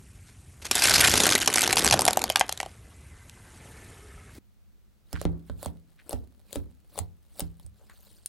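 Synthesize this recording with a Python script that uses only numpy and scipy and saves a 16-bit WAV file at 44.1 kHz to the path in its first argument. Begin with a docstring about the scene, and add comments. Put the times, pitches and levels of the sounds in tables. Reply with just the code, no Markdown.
"""An engine rumbles as a car tyre scrapes onto a stack of brittle painted sheets on concrete. They crunch,
then snap one by one, each break ringing the air wedge under the tyre. The tyre thuds off the flattened
pile and the car rolls on in a swell of exhaust, hiss and faint whines. A scuff, then a cut to a quiet
room: fingers poke a round of slime, trapped air pops and fizzes, and the table thumps underneath.
Last, the slime is stretched and tiny bubbles tear."""
import sys
import numpy as np
from scipy import signal
from scipy.fft import rfft, irfft, next_fast_len
from scipy.io import wavfile
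from scipy.ndimage import uniform_filter1d, minimum_filter1d, map_coordinates

SR = 44100
rng = np.random.default_rng(int(sys.argv[2]) if len(sys.argv) > 2 else 0)


def dump_mix(stems):
    """Bounce the given channels to the path in sys.argv[1] as a 16-bit WAV at rate SR."""
    frames = np.atleast_2d(stems).T  # one column per channel
    limited = np.clip(frames, -1, 1)  # hard clip at full scale
    pcm = np.round(limited * 32767).astype(np.int16)
    wavfile.write(sys.argv[1], SR, pcm)


N = 365148
TIME = np.arange(N) / SR
AGE = np.arange(SR // 16) / SR  # seconds since a short hit began

# tone colours of the car's noise layers: (frequency [Hz], level [dB])
ENGINE_EQ = [(15, -39), (25, -10.5), (43, -3.5), (65, 3), (102, -1), (204, -14.5), (243, -16.5),
             (317, -24.5), (400, -21), (520, -47), (880, -120)]
EXHAUST_EQ = [(120, -27.5), (200, -0.5), (414, -4), (542, -6), (1010, -8), (2080, -7.5), (5000, -22),
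              (6500, -50), (11000, -120)]
HISS_EQ = [(1470, -31), (2500, -4), (2910, -8.5), (4850, -6), (5430, -3.5), (9420, 1.5), (10500, -5.5),
           (11600, -3), (12200, -9), (15900, -38.5), (22000, -120)]
TYRE_EQ = [(25, -29.5), (60, 1.5), (100, -3), (160, -7), (300, -24.5), (900, -83)]
# the tyre climbs the pile, then drops off it: (time [s], level [dB], rise [s], fall [s])
TYRE_THUDS = [(1.029, -31.5, .12, .2), (1.94, -28.5, 0.078, .04)]
# the tread scrapes the top sheet: (time [s], level [dB], half-width [s])
TREAD_SCRAPES = [(0.177, -62, 0.0038), (0.29, -57, .03), (0.627, -43, .007), (0.659, -36.5, 0.011)]
# fader moves for the crumbling under the tyre: (time [s], splinter level [dB], grind level [dB])
CRUMBLE_FADERS = [(0.6, -70.5, -59), (0.7, -57.5, -59), (0.765, -30, -49.5), (0.88, -23.5, -36.5),
                  (1.08, -20, -32), (1.125, -29, -38), (1.27, -28.5, -36.5), (1.44, -32, -43),
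                  (1.62, -30.5, -37.5), (1.87, -28.5, -32), (2.01, -41, -35), (2.26, -41.5, -41),
                  (2.76, -62.5, -67.5)]
# bright splinters and dull grinding: (frequency [Hz], level [dB])
SPLINTER_EQ = [(290, -36.5), (500, -13.5), (700, -0.5), (1080, -9), (1510, 2.5), (1770, 1), (4870, -2.5),
               (6210, -2.5), (11500, -8.5), (12500, -11.5), (16200, -44.5), (22000, -120)]
GRIND_EQ = [(40, -30.5), (70, -4), (150, -9.5), (240, 1), (420, -1), (800, -9), (1500, -9), (2100, -31.5),
            (3500, -82.5)]
# the big breaks: (time [s], crack level [dB], crack pitch [Hz], wedge ring level [dB])
BIG_SNAPS = [(0.653, -32, 5860, -35.5), (0.7122, -16, 5500, -23.5), (0.7532, -19, 6050, -25.5),
             (0.8387, -15, 5660, -30.5), (0.8552, -18.5, 3830, -26.5), (0.9806, -19.5, 3340, -24.5),
             (1.1389, -17, 4450, -18.5), (1.1552, -22, 4600, -25.5), (1.1757, -17, 5860, -24.5),
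             (1.2018, -17, 3060, -20), (1.2351, -16, 4830, -24), (1.2665, -16.5, 6550, -21),
             (1.3115, -21, 4000, -23.5), (1.352, -15, 5750, -19), (1.4164, -21.5, 4060, -29),
             (1.4759, -13.5, 3130, -17), (1.5395, -16.5, 7050, -32.5), (1.5581, -17.5, 6040, -24.5),
             (1.6185, -17.5, 6370, -31), (1.63, -22.5, 6900, -22), (1.6765, -20.5, 3920, -21.5),
             (1.7276, -18, 4350, -23.5), (1.7696, -18, 2800, -17.5), (1.787, -24, 6327, -29.5),
             (1.793, -19.5, 4570, -31.5), (1.822, -26.5, 3900, -34), (1.846, -17.5, 4350, -22),
             (1.8586, -21, 4070, -24), (1.9102, -13.5, 4220, -21.5), (1.9251, -16.5, 3350, -16.5),
             (1.9294, -15, 2900, -18), (1.9402, -21, 3460, -11), (1.9922, -19.5, 4900, -16),
             (2.009, -22, 8090, -36.5), (2.019, -21, 6070, -23), (2.0524, -17.5, 5900, -25.5),
             (2.0647, -24, 5900, -19.5), (2.0791, -15, 3820, -12.5), (2.0835, -19, 2774, -13),
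             (2.108, -25, 3700, -23.5), (2.1317, -22.5, 5000, -28.5), (2.1722, -20.5, 5450, -11.5),
             (2.1919, -32, 6410, -30), (2.2178, -25.5, 5630, -26), (2.2402, -20.5, 4820, -20),
             (2.3004, -20.5, 3730, -18.5), (2.322, -34.5, 5420, -53), (2.3586, -13.5, 1900, -23.5),
             (2.3705, -29, 4220, -24.5), (2.3957, -20, 7600, -48.5), (2.403, -25, 7150, -29.5),
             (2.4105, -16.5, 1510, -10.5), (2.4931, -26, 4000, -26), (2.525, -25, 7200, -34.5),
             (2.5754, -35, 4850, -45), (2.602, -25.5, 2020, -25.5), (2.6119, -37.5, 4680, -36),
             (2.63, -35.5, 3000, -25.5), (2.6613, -44.5, 3500, -30.5), (3.2962, -45.5, 4800, -70)]
# narrow tones as the car moves on: (peak time [s], pitch [Hz], level [dB])
CAR_WHINES = [(3.2, 2030, -66.5), (3.38, 1555, -69.5), (3.7, 870, -68), (3.85, 1757, -64.5),
              (4.0, 415, -60), (4.05, 1287, -65), (4.07, 2175, -69.5)]
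# street reverb: (frequency [Hz], decay time [s])
STREET_DECAY = [(200, 0.068), (2000, 0.23), (10000, 0.055)]
# top-end roll-off outdoors: (frequency [Hz], gain [dB])
STREET_EQ = [(9000, 0), (11900, 1.5), (12700, -18), (14000, -35), (16000, -52)]
# indoor room tone: (frequency [Hz], level [dB])
ROOM_EQ = [(15, -51), (25, -4), (64, -1), (173, -11), (209, -1), (227, -16), (289, -16.5), (1080, -28.5),
           (1240, -25.5), (1450, -28.5), (8130, -34.5), (12800, -36), (15500, -33.5)]
# stereo width of the room tone: (frequency [Hz], side over mid [dB])
ROOM_WIDTH = [(60, 13), (110, 4.5), (200, -4.5), (4000, -2), (12000, -10.5)]
# room reverb: (frequency [Hz], decay time [s])
ROOM_DECAY = [(100, 0.42), (400, 0.26), (1000, 0.17), (4000, 0.12), (12000, 0.023)]
# large air pockets bursting in the slime:
# (time [s], click level [dB], click pitch [Hz], bubble level [dB], bubble pitch [Hz])
AIR_POPS = [(5.1298, -34, 7730, -34.5, 912), (5.2149, -36.5, 6055, -28, 706),
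            (5.2526, -37.5, 2017, -23, 490), (5.4979, -47.5, 1900, -35.5, 457),
            (5.629, -38, 9000, -31.5, 530), (5.6597, -37, 6090, -27, 658), (6.094, -34.5, 9540, -34.5, 496),
            (6.109, -40.5, 7400, -35, 490), (6.1298, -36.5, 5140, -26, 566),
            (6.5292, -35, 6510, -37.5, 468), (6.5574, -37, 4660, -26, 481.5),
            (6.978, -40.5, 5570, -30, 547), (6.989, -28, 5100, -28.5, 650), (7.3956, -28, 7750, -31, 548),
            (7.4049, -30, 6020, -36.5, 753), (7.598, -55, 5600, -56, 796), (7.6637, -53, 9120, -60, 557),
            (7.8978, -54.5, 2444, -46, 1230), (8.26, -30.5, 8325, -91, 1317)]
# fingers pressing through the slime to the table:
# (time [s], squelch level [dB], deep mode level [dB], ringing mode level [dB], knock level [dB])
FINGER_POKES = [(5.135, -60, -34, -42.5, -43.5), (5.252, -55, -28, -31, -30.5),
                (5.498, -62, -37, -51.5, -44), (5.661, -43, -39.5, -43.5, -40),
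                (6.135, -44, -34, -59.5, -39), (6.565, -44.5, -35, -51, -38.5),
                (6.998, -44, -37, -51, -47.5), (7.418, -42, -36.5, -42, -42.5),
                (7.644, -61.5, -44.5, -64, -72)]
# small bubbles, squeezed out and torn open: (frequency [Hz], level [dB])
FIZZ_EQ = [(300, 5), (600, 3.5), (1200, -5.5), (2000, -7.5), (4000, 0.5), (6500, -4), (10000, -5),
           (15500, -3.5)]
TEAR_EQ = [(700, -5), (2000, -14.5), (4000, 1.5), (9500, -7), (15500, -5.5)]
# skin brushing the slime: (time [s], level [dB], pitch [Hz], half-width [s])
SKIN_STROKES = [(5.158, -47.5, 1700, .022), (5.21, -51.5, 4000, 0.034), (5.998, -60.5, 2200, .018),
                (7.82, -63.5, 490, .025), (7.912, -63.5, 1576, 0.022)]
# colour of the indoor microphones on slime and skin: (frequency [Hz], gain [dB])
PRESENCE_EQ = [(800, 2.5), (1600, 4), (2600, -1.5), (4100, -1), (6000, -7), (9000, 3.5), (12000, -3),
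               (15500, -2)]

FLATTEN_S, FLATTEN_TAKES_S = 1.15, 0.87  # the stack starts to go flat; how long that takes
CUT_S = 4.387  # street to table


def amp(db):
    """Decibels to gain."""
    return 10 ** (np.asarray(db) / 20)


def unit(x):
    """Scale to rms 1."""
    return x / np.sqrt(np.mean(x ** 2) + 1e-20)


def burst(x, size=220):
    """Scale a short sound to the energy of size samples at rms 1."""
    return x * np.sqrt(size / (np.sum(x ** 2) + 1e-20))


def along(points, hz):
    """Read a curve of (frequency [Hz], value) points on a log axis."""
    f, v = np.transpose(points)
    return np.interp(np.log(hz + 1), np.log(f + 1), v)


def swell(s, rise, fall):
    """A gain that climbs to 1 at second s and dies away."""
    return np.exp(-np.maximum((s - TIME) / rise, (TIME - s) / fall))


def bell(s, half_width, t=TIME):
    """A rounded fade in and out, peaking at second s."""
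    return np.exp(-((t - s) / half_width) ** 2)


def wobble(rate):
    """A smooth random curve, rate knots a second."""
    return map_coordinates(rng.standard_normal(int(N * rate / SR) + 4), [TIME * rate], order=2)


def add(track, s, x):
    """Mix x into the track from second s."""
    part = track[round(s * SR):][:len(x)]
    part += x[:len(part)]


def filtered(x, response):
    """Filter x by a response given as a function of frequency."""
    n = x.shape[-1]
    m = next_fast_len(n + n // 8)
    return irfft(rfft(x, m) * response(np.fft.rfftfreq(m, 1 / SR)), m)[..., :n]


def resonance(f, hz, width):
    """Causal response of one mode."""
    return 1j * f * width / (hz * hz - f * f + 1j * f * width)


def bandpass(x, hz, width):
    """Two matching resonances in series, width in Hz."""
    return filtered(x, lambda f: resonance(f, hz, width) ** 2)


def eq(x, curve):
    """Run x through an EQ curve."""
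    return filtered(x, lambda f: amp(along(curve, f)))


def coloured(x, curve):
    """x through an EQ curve, at rms 1."""
    return unit(eq(x, curve))


def noise(curve):
    """Steady noise shaped by an EQ curve."""
    return coloured(rng.standard_normal(N), curve)


def crackle(rate, spread_db, t60):
    """Tiny noise bursts of uneven size at random moments, about rate a second."""
    hits = rng.random(N) < rate / SR
    size = np.minimum(rng.exponential(size=N), 3)
    power = signal.fftconvolve(hits * amp(spread_db * size) ** 2, amp(-60 * AGE / t60) ** 2)[:N]
    return unit(np.sqrt(np.abs(power)) * rng.standard_normal(N))


def patchy(x, depth_db):
    """Make the colour flicker: every few milliseconds other pitches stand out."""
    spectra = signal.stft(x, nperseg=256)[2]
    patches = uniform_filter1d(rng.standard_normal(spectra.shape), size=4, axis=0)
    patches = uniform_filter1d(patches, size=5, axis=1)
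    return signal.istft(spectra * amp(depth_db * unit(patches)), nperseg=256)[1][:N]


def reverb(x, decay):
    """Diffuse reflections after a short pre-delay, each frequency dying at its own speed."""
    hz, t, spectra = signal.stft(rng.standard_normal(SR // 2), SR, nperseg=256)
    tail = signal.istft(spectra * amp(-60 * t / along(decay, hz)[:, None]), SR, nperseg=256)[1]
    return signal.fftconvolve(x, np.pad(tail, (130, 0)) / np.linalg.norm(tail))[:N]


def crumble_levels():
    """The splinter and grind faders in dB, one value a sample."""
    times, *faders = np.transpose(CRUMBLE_FADERS)
    return [np.interp(TIME, times, db, left=-120, right=-120) for db in faders]


def car():
    """The engine rumbles, the tyre thuds over the pile, and exhaust and hiss swell as the tail passes."""
    _, grind_db = crumble_levels()
    thuds = sum(amp(db) * swell(s, rise, fall) for s, db, rise, fall in TYRE_THUDS)
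    load = amp(grind_db - 16.5) + thuds
    engine = amp(-50 + wobble(12)) * noise(ENGINE_EQ)
    tyre = amp(-2.5) * load * noise(TYRE_EQ)
    approach_db = 1.37 * TIME
    passing = bell(3.787, half_width=.35)
    exhaust = amp(-64 + approach_db + 5 * passing) * unit(patchy(noise(EXHAUST_EQ), depth_db=3))
    grains = patchy(crackle(rate=3700, spread_db=1, t60=.006), depth_db=2)
    hiss = amp(-62.5 + 5.5 * passing) * coloured(grains, HISS_EQ)
    return engine + tyre + exhaust + hiss


def by_stack(s, thick, flat):
    """A setting at second s, sliding from thick to flat as the stack is pressed down."""
    return thick + (flat - thick) * np.clip((s - FLATTEN_S) / FLATTEN_TAKES_S, 0, 1)


def crumbling():
    """The tread scrapes the top sheet; chips splinter and grind under the load and after big breaks."""
    splinter_gain, grind_gain = amp(crumble_levels())
    settle = np.exp(-np.arange(SR // 8) / SR / .02)
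    for s, crack_db, _, ring_db in BIG_SNAPS:
        thickness = by_stack(s, thick=1, flat=0)  # a thick stack sheds more debris
        add(splinter_gain, s, amp(crack_db - 13) * np.sqrt(thickness) * settle)
        add(grind_gain, s, amp(ring_db - 10.5) * thickness * settle)
    # the full stack crumbles densely, then crossfades to sparse fits
    fade = np.clip((TIME - FLATTEN_S) / .19, 0, 1)
    dense = crackle(rate=2100, spread_db=8, t60=.011)
    sparse = unit(crackle(rate=450, spread_db=5.5, t60=.006) * amp(3 * wobble(70)))
    chips = patchy(np.sqrt(1 - fade) * dense + np.sqrt(fade) * sparse, depth_db=3)
    scrape_gain = sum(amp(db) * bell(s, half_width) for s, db, half_width in TREAD_SCRAPES)
    scrape = scrape_gain * coloured(dense, SPLINTER_EQ)
    splinters = splinter_gain * coloured(chips, SPLINTER_EQ)
    grind = grind_gain * coloured(crackle(rate=700, spread_db=3.5, t60=.012), GRIND_EQ)
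    return scrape + splinters + grind


def crack(hz, t60, width_ratio, tail_db, tail_t60):
    """A sudden break: noise dying fast in a broad resonance, with four narrow modes and a faint tail."""
    envelope = amp(-60 * AGE / t60) + amp(tail_db - 60 * AGE / tail_t60)
    modes = hz * np.exp(.5 * rng.standard_normal(4))
    body = lambda f: resonance(f, hz, width_ratio * hz) ** 2
    ring = lambda f: 1 + 1.3 * sum(resonance(f, m, .06 * m) for m in modes)
    low_cut = lambda f: (1j * f / (1j * f + 500)) ** 2
    hit = envelope * rng.standard_normal(len(AGE))
    return burst(filtered(hit, lambda f: body(f) * ring(f) * low_cut(f)))


def air_pocket(hz, cycles, glide, rough):
    """A pocket of air rings for a few cycles, its pitch sagging as its size changes."""
    life = AGE * hz / cycles
    flutter = unit(uniform_filter1d(rng.standard_normal(len(AGE)), 30))
    pitch = hz * (1 + glide * (np.exp(-5 * life) - .5) + rough * flutter)
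    envelope = amp(-60 * life) * (1 - np.exp(-2 * AGE * hz))
    return burst(np.sin(2 * np.pi * np.cumsum(pitch) / SR) * envelope)


def small_snaps():
    """Rows like BIG_SNAPS for lesser breaks, which ride the crumbling and thin out as the stack flattens."""
    start_s, end_s = CRUMBLE_FADERS[0][0], CRUMBLE_FADERS[-1][0]
    per_second = by_stack(TIME, thick=36, flat=7) * (TIME > start_s)
    count = np.cumsum(per_second) / SR
    jitter, size, pitch = rng.standard_normal((120, 3)).T
    s = np.interp(np.arange(len(jitter)) + .5 * jitter, count, TIME)
    splinter_db, _ = crumble_levels()
    crack_db = np.interp(s, TIME, splinter_db) + 4 + 1.5 * size
    rows = np.transpose([s, crack_db, 4700 * np.exp(.2 * pitch), crack_db - 11.5])
    return rows[s < end_s]


def snaps():
    """Sheets crack and ring the air wedge under the tyre, lower and longer as the stack flattens."""
    out = np.zeros(N)
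    for s, crack_db, hz, ring_db in [*BIG_SNAPS, *small_snaps()]:
        t60 = by_stack(s, thick=.026, flat=.0086)  # a break runs through many sheets, later through one
        snap = amp(crack_db + .5) * crack(hz, t60, width_ratio=3.1, tail_db=-35, tail_t60=.032)
        wedge_hz = by_stack(s, thick=920, flat=755) * np.exp(.07 * rng.standard_normal())
        wedge = air_pocket(wedge_hz, cycles=by_stack(s, thick=1.9, flat=10), glide=.1, rough=.14)
        add(snap, .00055, amp(ring_db - 4) * wedge)
        add(out, s, snap)
    return out


def whines():
    """Narrow, fuzzy tones swell and fade in the car's noise."""
    tone = lambda hz: unit(bandpass(rng.standard_normal(N), hz, width=42))
    return sum(amp(db) * bell(s, half_width=.31) * tone(hz) for s, hz, db in CAR_WHINES)


def scuff():
    """The street ends with a brief scratchy hiss and a soft bump."""
    scratch = coloured(crackle(rate=1300, spread_db=5, t60=.0028), FIZZ_EQ)
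    out = amp(-53) * bell(4.36, half_width=.018) * scratch
    add(out, 4.381, amp(-41.5) * air_pocket(280, cycles=8.8, glide=.11, rough=.11))
    return out


def limiter(x, ceiling):
    """The gain ducks for a moment wherever a peak would pass the ceiling."""
    needed = ceiling / np.maximum(np.abs(x), ceiling)
    return x * uniform_filter1d(minimum_filter1d(needed, size=41), size=41)


def street():
    """The outdoor mix, in mono: car and breaking sheets, rolled off and limited, then the scuff."""
    motor = car() + whines()
    crunch = crumbling() + snaps()
    mix = motor + crunch + amp(-18) * reverb(crunch, STREET_DECAY)
    return limiter(eq(mix, STREET_EQ), ceiling=.7) + scuff()


def room_tone():
    """A quiet stereo bed of indoor noise, widest in the bass."""
    side = eq(noise(ROOM_EQ), ROOM_WIDTH)
    return amp(-66) * (noise(ROOM_EQ) + np.array([side, -side]))


def slime_pokes():
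    """Pokes burst a few large air pockets and squeeze out a fizz of small ones, over faint sticky ticks."""
    pops, fizz_gain = np.zeros((2, N))
    for s, click_db, click_hz, bubble_db, bubble_hz in AIR_POPS:
        click = crack(click_hz, t60=.0052, width_ratio=2.2, tail_db=-24.5, tail_t60=.063)
        bubble = air_pocket(bubble_hz, cycles=6.4, glide=.13, rough=.28)
        add(pops, s, amp(click_db) * click + amp(bubble_db - 7) * bubble)
    for s, db, *_ in FINGER_POKES:
        envelope = swell(s - .013, rise=.034, fall=.028)  # peaks just before the table is reached
        # a quick burst of fizz inside a faint, slower swell of hiss
        fizz_gain += amp(db) * (envelope ** 1.6 + amp(-19) * envelope ** .5)
    bubbles = patchy(crackle(rate=1600, spread_db=3.5, t60=.0086), depth_db=4.5)
    fizz = fizz_gain * coloured(bubbles, FIZZ_EQ)
    ticks = coloured(crackle(rate=66, spread_db=2.5, t60=.0043), FIZZ_EQ)
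    return pops + fizz + amp(-75) * (TIME > 5.1) * ticks


def table_thumps():
    """Fingers reach the table: two deep modes, a sideways rocking, a long ringing mode and a dull knock."""
    deep, rocking, ringing, knocks = np.zeros((4, N))
    t = np.arange(SR) / SR

    def mode(hz, t60, rise):
        """One damped vibration of the table, with a soft attack."""
        envelope = amp(-60 * t / t60) * (1 - np.exp(-t / rise))
        return burst(np.sin(2 * np.pi * hz * t) * envelope, size=2200)

    for s, _, deep_db, ring_db, knock_db in FINGER_POKES:
        detune = np.exp(.07 * rng.standard_normal(2))  # the hands load the table differently each time
        lower = mode(73 * detune[0], t60=.2, rise=.011)
        upper = mode(92 * detune[1], t60=.14, rise=.01)
        add(deep, s, amp(deep_db - 4) * (lower + amp(-5) * upper))
        add(rocking, s, amp(deep_db - 4) * mode(42, t60=.25, rise=.014))
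        add(ringing, s, amp(ring_db) * mode(167, t60=.53, rise=.0012))
        knock = rng.standard_normal(len(t)) * (amp(-60 * t / .047) + amp(-19 - 60 * t / .525))
        add(knocks, s, amp(knock_db - 4) * burst(bandpass(knock, 234, width=193), size=2200))
    return deep, rocking, ringing, knocks


def fingers():
    """Skin drags over the tacky surface in short strokes, and pulls free after each poke."""
    out, t = np.zeros(N), np.arange(SR // 4) / SR
    middle = t[-1] / 2
    friction = crackle(rate=870, spread_db=5.5, t60=.0065)
    lifts = [(s + .092, knock_db - 29, 384, .033) for s, *_, knock_db in FINGER_POKES]
    for s, db, hz, half_width in [*SKIN_STROKES, *lifts]:
        start = s - middle
        stroke = unit(bandpass(friction[round(start * SR):][:len(t)], hz, width=hz))
        add(out, start, amp(db) * stroke * bell(middle, half_width, t))
    return out


def slime_stretch():
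    """The hands grip the edge and pull; tiny bubbles tear most at the hardest pull."""
    grip_s, hardest_s = 7.76, 8.1
    pull = swell(hardest_s, rise=.22, fall=.11) * (TIME > grip_s)
    tears = patchy(crackle(rate=2000, spread_db=3.5, t60=.0045), depth_db=5.5)
    return amp(-57) * pull * coloured(tears, TEAR_EQ)


def tabletop():
    """The indoor mix: slime and table between two spaced microphones, with reflections off the walls."""
    deep, rocking, ringing, knocks = table_thumps()
    slime = eq(slime_pokes() + fingers() + slime_stretch(), PRESENCE_EQ)
    walls = lambda x: np.array([reverb(x, ROOM_DECAY), reverb(x, ROOM_DECAY)])
    side = np.array([[1], [-1]])
    pan = 1 + .25 * side * wobble(25)  # the two hands work to either side of the centre
    hands = slime * pan + amp(-12) * walls(slime)
    # the deepest modes reach the microphones largely out of phase
    sway = deep * (amp(-3) - amp(4) * side) + side * rocking + amp(-9.5) * walls(deep)
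    thumps = sway + ringing + knocks + amp(-7) * walls(knocks)
    return hands + thumps + room_tone()


def scene():
    """The street cuts straight to the table."""
    indoors = np.clip((TIME - CUT_S) / .004, 0, 1)
    return indoors * tabletop() + (1 - indoors) * street()


def record(dry):
    """Master EQ: a gentle low cut at 20 Hz and a hard top at 16.3 kHz."""
    return filtered(dry, lambda f: 1j * f / (1j * f + 20) * (f < 16300))


dry = scene()
out = record(dry)
dump_mix(out)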